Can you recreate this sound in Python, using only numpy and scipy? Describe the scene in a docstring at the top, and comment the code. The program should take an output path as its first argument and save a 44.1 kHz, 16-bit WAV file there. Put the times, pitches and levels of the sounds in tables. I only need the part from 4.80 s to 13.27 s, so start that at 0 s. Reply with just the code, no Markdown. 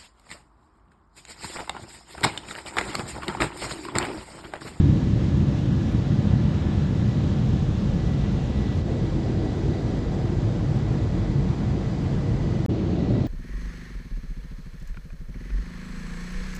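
"""Wash bay, microphone inside a car's cabin while large blowers dry it; heard from three seats in turn.
At the first seat turbulent air booms in the cabin modes and drones in roof, doors and glass, as shaped noise;
jet hiss (broad noise), a fan whine (wavering tone) and whistles (narrow noise) leak through the glass.
After 4 s this fades into the second seat; near 7.9 s that cuts off with a click and a short gap.
Then the third seat's boom and drone return at once, its hiss and the fan tones a little more slowly."""
import sys
import numpy as np
from scipy import signal
from scipy.io import wavfile
from scipy.ndimage import uniform_filter1d

SR = 44100
rng = np.random.default_rng(int(sys.argv[2]) if len(sys.argv) > 2 else 0)


def output_pcm(signal):
    """Save a mono or channel-first signal as 16-bit PCM at the path in sys.argv[1].

    Samples are clipped to [-1, 1] before scaling.
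    """
    pcm = np.clip(np.atleast_2d(signal).T, -1, 1) * 32767
    wavfile.write(sys.argv[1], SR, np.round(pcm).astype(np.int16))


def to_linear_factor(level_db):
    """Convert decibel levels (scalar or array-like) to linear amplitude factors."""
    exponent = np.asarray(level_db, float) / 20
    return 10 ** exponent


N = 373527
T = np.arange(N) / SR  # time of every sample, s


def evened(x):
    """Scales to rms 1."""
    return x / np.sqrt(np.mean(x ** 2) + 1e-20)


def curve(rows):
    """Second column of a table at every sample, joined by straight lines over the times in the first."""
    rows = np.asarray(rows)
    return np.interp(T, rows[:, 0], rows[:, 1])


def ramp(start_s, end_s):
    """Rises from 0 to 1 between two times."""
    return np.clip((T - start_s) / max(end_s - start_s, 1e-4), 0, 1)


def bell(centre_s, width_s):
    """Rises to 1 at one moment and falls again."""
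    return np.exp(-((T - centre_s) / width_s) ** 2)


def modes(table, seat):
    """Gain against frequency of steep resonances that add in power; widths lie between -6 dB points."""
    def gain(hz):
        power = 0
        for f, width, *db in table:
            offset = 2 * (hz - f) / width
            power = power + to_linear_factor(2 * db[seat]) / (1 + offset ** 2) ** 2
        return np.sqrt(power)
    return gain


def spectrum(points):
    """Gain against frequency from points joined on a log axis."""
    f, db = np.transpose(points)
    return lambda hz: to_linear_factor(np.interp(np.log(hz + 1), np.log(f + 1), db))


def turbulence(gain, size, patchy_db, gusty_db, tilt=None):
    """Noise of rms 1: random short-time spectra with drifting patches and gusts shared by all frequencies."""
    hop = size // 4
    frames, hz = N // hop + 5, np.fft.rfftfreq(size, 1 / SR)
    real, imaginary, patches = rng.standard_normal((frames, len(hz), 3)).T
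    patches = evened(uniform_filter1d(uniform_filter1d(patches, 8, 0), 16, 1))
    starts = np.arange(frames) * hop
    gusts = 0
    for f in np.geomspace(3, 20, 24):
        gusts = gusts + np.sin(2 * np.pi * (f * starts / SR + rng.random())) / np.sqrt(f)
    # gusts show most in the treble
    field_db = patchy_db * patches + gusty_db * evened(gusts) * (1 + hz[:, None] / 7000)
    if tilt is not None:  # dB per octave, turning about 2 kHz
        octaves = np.log2((hz[:, None] + 1) / 2000)
        field_db += octaves * tilt[np.minimum(starts, N - 1)]
    z = (real + 1j * imaginary) * gain(hz)[:, None] * to_linear_factor(field_db)
    return evened(signal.istft(z, nperseg=size, noverlap=size - hop)[1][:N])


# air modes of the cabin: f/Hz, width/Hz, relative level/dB at seat 1, 2, 3
CABIN_MODES = [(50, 27, -10, -5, -14), (81, 40, -3, -8.5, -17.5), (112.2, 39.5, -2.5, -2.5, -7.5),
               (144, 30, -1.5, -3, -12.5), (177, 26.5, -6, -8.5, -11), (202.2, 37.6, -5.5, -10, -11)]
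# cabin boom as the blowers travel: t/s, level/dB
BOOM_LEVEL = [(0, -15), (.15, -21), (.6, -20), (1.2, -22), (1.55, -19.5), (1.85, -22.5), (2.5, -21),
              (3.4, -23.5), (4, -23), (4.4, -24.5), (5.05, -24.5), (5.5, -23.5), (6.3, -23.5), (6.6, -22.5),
              (7.2, -24.5), (7.55, -22.5), (8.47, -22)]


def boom(seat):
    """The blast shakes the shell and the cabin air answers in its modes; the lowest swells once."""
    low_cut_hz = 38  # the microphone loses the deepest bass

    def heard(table):
        return lambda hz: modes(table, seat)(hz) / np.sqrt(1 + (low_cut_hz / (hz + 1)) ** 14)

    deep = turbulence(heard(CABIN_MODES[:1]), size=8192, patchy_db=0.0, gusty_db=0.5)
    swell = to_linear_factor(-29.5) * bell(centre_s=3.3, width_s=0.91)
    air = turbulence(heard(CABIN_MODES), size=8192, patchy_db=0.5, gusty_db=0.33)
    return swell * deep + to_linear_factor(curve(BOOM_LEVEL)) * air


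# roof modes: f/Hz, width/Hz, relative level/dB at seat 1, 2, 3
ROOF_MODES = [(237, 73, -0.5, -5, -1.7), (302.5, 55, -4.5, -6, -4), (335.5, 27.2, -3, -1.5, -2.5)]
# door and glass modes: f/Hz, width/Hz, relative level/dB at seat 1, 2, 3
PANEL_MODES = [(396.7, 61, -1.5, -3, 0), (460.6, 45, -0.5, -1, -5), (527, 46, -3, -6, -8),
               (584.3, 47, -3, -6, -6.5), (655, 55, -9.5, -8, -9), (746, 124, -8.5, -10.5, -14.5)]
# one row a seat, also read by hiss(): middle t/s, roof drone level/dB, its drift/(dB per s),
# door and glass drone level/dB, its drift/(dB per s), hiss level/dB
SEAT_LEVELS = [(2, -31.5, -1.5, -40, 0.47, -45), (6, -32.5, -.5, -38, -0.5, -45.5),
               (8.2, -28, -1, -34.5, 4, -46)]


def drone(seat):
    """Eddies drum on the roof, and on doors and glass, which ring in their modes."""
    middle_s, roof_db, roof_drift, door_db, door_drift, _ = SEAT_LEVELS[seat]
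    since = np.clip(T - middle_s, -3, 3)  # s
    settling_db = 6 * np.exp(-T / 0.077)  # the roof begins louder and settles
    roof = turbulence(modes(ROOF_MODES, seat), size=2048, patchy_db=-0.1, gusty_db=0.5)
    roof = to_linear_factor(roof_db + roof_drift * since + settling_db) * roof
    lowest = turbulence(modes(PANEL_MODES[:1], seat), size=2048, patchy_db=1.5, gusty_db=-0.5)
    swell = to_linear_factor(-42) * bell(centre_s=4.52, width_s=1)  # the lowest door mode swells once
    panels = turbulence(modes(PANEL_MODES, seat), size=2048, patchy_db=1.0, gusty_db=0.3)
    return roof + swell * lowest + to_linear_factor(door_db + door_drift * since) * panels


# hiss through the glass, one list a seat: f/Hz, relative level/dB
HISS_SPECTRA = [
    [(550, -44.5), (850, -5.5), (1100, -8), (1580, -11.5), (2300, -15.5), (3000, -15), (3800, -15.5),
     (4300, -19), (7200, -26.5), (8600, -37), (9500, -43.5), (11500, -48), (13500, -55), (15000, -68)],
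    [(550, -52.5), (850, -1.5), (1100, -6), (1580, -9.5), (2100, -11.5), (2700, -16), (3200, -14.5),
     (3900, -16.5), (5000, -18), (5400, -23), (5950, -21), (6500, -24.5), (7300, -24.5), (8600, -34.5),
     (10000, -44), (12500, -52.5), (15000, -74)],
    [(550, -18), (850, 2), (1100, -1.5), (1580, -6.5), (2300, -9), (3100, -11), (3900, -10.5), (4450, -12),
     (4750, -16), (6500, -21), (7600, -26), (8800, -36), (10000, -42), (14500, -68)],
]
# change of the hiss tilt, one value a seat: drift/(dB per octave per s)
TILT_DRIFT = [0, -.1, 0]


def hiss(seat):
    """The jets' own noise, dulled by the glass; for a moment it is louder and duller."""
    middle_s, hiss_db = SEAT_LEVELS[seat][0], SEAT_LEVELS[seat][-1]
    dull = bell(centre_s=1.75, width_s=0.32)
    tilt = 0.4 + TILT_DRIFT[seat] * (T - middle_s) - 1.1 * dull  # dB per octave
    jets = turbulence(spectrum(HISS_SPECTRA[seat]), size=512, patchy_db=0.68, gusty_db=0.18, tilt=tilt)
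    return to_linear_factor(hiss_db + 1.3 * dull) * jets


# blade tone of the nearest fan, before its flutter: t/s, level/dB
WHINE_LEVEL = [(0, -61), (.25, -65), (.8, -64), (1.1, -64), (1.22, -58), (1.35, -62), (1.6, -58.5),
               (1.8, -64), (1.95, -59), (2.15, -66), (2.3, -55.5), (2.42, -65), (2.55, -62), (2.7, -70),
               (3.05, -66), (3.23, -55), (3.4, -60), (3.62, -66), (3.82, -52), (3.93, -57), (4.1, -61),
               (4.25, -59), (4.35, -63), (4.5, -57), (4.6, -60), (4.72, -56), (4.85, -58), (4.97, -55),
               (5.05, -60), (5.15, -56), (5.28, -63), (5.75, -61), (5.85, -66), (5.95, -58), (6.15, -63),
               (6.27, -57), (6.45, -61), (6.75, -59.5), (6.87, -65), (7.05, -60), (7.3, -62), (7.45, -58),
               (7.55, -64), (7.7, -59), (7.85, -60), (7.9, -68), (8.12, -68), (8.22, -58), (8.47, -61)]


def whine():
    """Blades pass the housing; the moving air makes the tone waver in phase and level."""
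    whine_hz, octave_db = 1966, -15  # blade tone, and its second harmonic against it
    phase_rad, flutter_db = 0.85, 2.0  # rms of the two waverings
    drift, flutter = (evened(uniform_filter1d(uniform_filter1d(v, size=1400), size=1400))
                      for v in rng.standard_normal((2, N)))
    phase = 2 * np.pi * whine_hz * T + phase_rad * drift
    tone = np.sin(phase) + to_linear_factor(octave_db) * np.sin(2 * phase)
    return np.sqrt(2) * to_linear_factor(curve(WHINE_LEVEL) + flutter_db * flutter) * tone


# fuzzy whistles of the other fans: f/Hz, width/Hz
WHISTLE_BANDS = [(1676, 11), (1728, 45), (2010, 60)]
# one peak for each whistle: peak t/s, level/dB, rise/(dB per s), fall/(dB per s)
WHISTLE_PEAK_LEVELS = [(.1, -62.5, 1, .8), (1.9, -61, 1.0, 1.8), (7.75, -57, 6, 60)]
# brief swells added to the middle whistle: t/s, width/s, level/dB
MIDDLE_SWELLS = [(.1, .15, 6), (.42, .05, 4), (.7, .1, 3), (1.1, .08, 5), (1.55, .1, 3), (1.88, .06, 8),
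                 (2.55, .05, 3), (3.08, .08, 4), (3.52, .06, 3)]


def whistles():
    """Narrow noise where distant blades pass."""
    bands = [turbulence(modes([(hz, width, 0)], seat=0), size=16384, patchy_db=0, gusty_db=0)
             for hz, width in WHISTLE_BANDS]
    swell_db = sum(db * bell(s, width) for s, width, db in MIDDLE_SWELLS)
    bands[1] = bands[1] * to_linear_factor(swell_db)
    total = 0
    for (peak_s, db, rise, fall), band in zip(WHISTLE_PEAK_LEVELS, bands):
        below_peak_db = np.maximum(rise * (peak_s - T), fall * (T - peak_s))
        total = total + to_linear_factor(db - below_peak_db) * band
    return total


# bright band in the hiss: f/Hz, width/Hz, relative level/dB
BRIGHT_BAND = [(3900, 900, 2.5), (4640, 500, -3)]
# its two swells: t/s, width/s, level/dB
BRIGHT_LEVEL = [(4.7, 1, -59.5), (8.35, 0.27, -61.5)]


def bright():
    """The hiss brightens twice for a while, as a band of noise that swells."""
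    level = sum(to_linear_factor(db) * bell(s, width) for s, width, db in BRIGHT_LEVEL)
    return level * turbulence(modes(BRIGHT_BAND, seat=0), size=512, patchy_db=-0.2, gusty_db=-0.5)


# thin top band over the hiss: f/Hz, width/Hz, relative level/dB
TOP_BAND = [(11000, 3500, 0)]
# its steady part: t/s, level/dB
TOP_CURVE = [(0, -84.5), (4, -84), (4.05, -95), (4.55, -95), (4.7, -83.5), (7.8, -82.5), (7.9, -100),
             (8.47, -100)]
# brief puffs added to it: t/s, width/s, level/dB
TOP_PUFFS = [(1.125, .012, -72), (1.17, .015, -80), (3.96, 0.037, -80.5), (7.23, .012, -77)]


def top():
    """The highest treble, a faint noise, wavers and now and then puffs."""
    puffs = sum(to_linear_factor(db) * bell(s, width) for s, width, db in TOP_PUFFS)
    level = to_linear_factor(curve(TOP_CURVE)) + puffs
    return level * turbulence(modes(TOP_BAND, seat=0), size=256, patchy_db=1.5, gusty_db=0.4)


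# fade from the first seat to the second: start t/s, end t/s
SEAT_FADE = (3.995, 4.085)
# return of boom and drone at the third seat: start t/s, end t/s
BOOM_RETURN = (7.8825, 7.89)
# slower return of hiss and fan tones there: start t/s, end t/s
JETS_RETURN = (7.882, 7.895)


def scene():
    """The air at each seat, joined: a straight fade, then a hard cut on a wave crest and a quick return."""
    cut_s, crest = 7.86214, 0.09  # moment of the cut, and the sample value just before it
    first, second, third = (boom(seat) + drone(seat) for seat in range(3))
    first = first + hiss(seat=0)
    second = second + hiss(seat=1)
    jets = hiss(seat=2)
    shared = whine() + whistles() + bright() + top()  # the same at every seat
    fade, cut = ramp(*SEAT_FADE), round(cut_s * SR)
    before = (1 - fade) * first + fade * second + shared  # unrelated noises dip in the middle of the fade
    before += (crest - before[cut - 1]) * ramp(cut_s - 0.002, cut_s) ** 2  # bends up to the crest
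    before[cut:] = 0
    after = ramp(*BOOM_RETURN) * third + ramp(*JETS_RETURN) ** 2.2 * (jets + shared)
    return (before + after)[None]


def top_cut(x):
    """Nothing passes above the cut-off."""
    return signal.sosfilt(signal.butter(12, 15500, fs=SR, output="sos"), x)


def record(dry):
    """Takes the finished mix as it stands at the microphone."""
    return top_cut(dry)


dry = scene()
out = record(dry)
output_pcm(out)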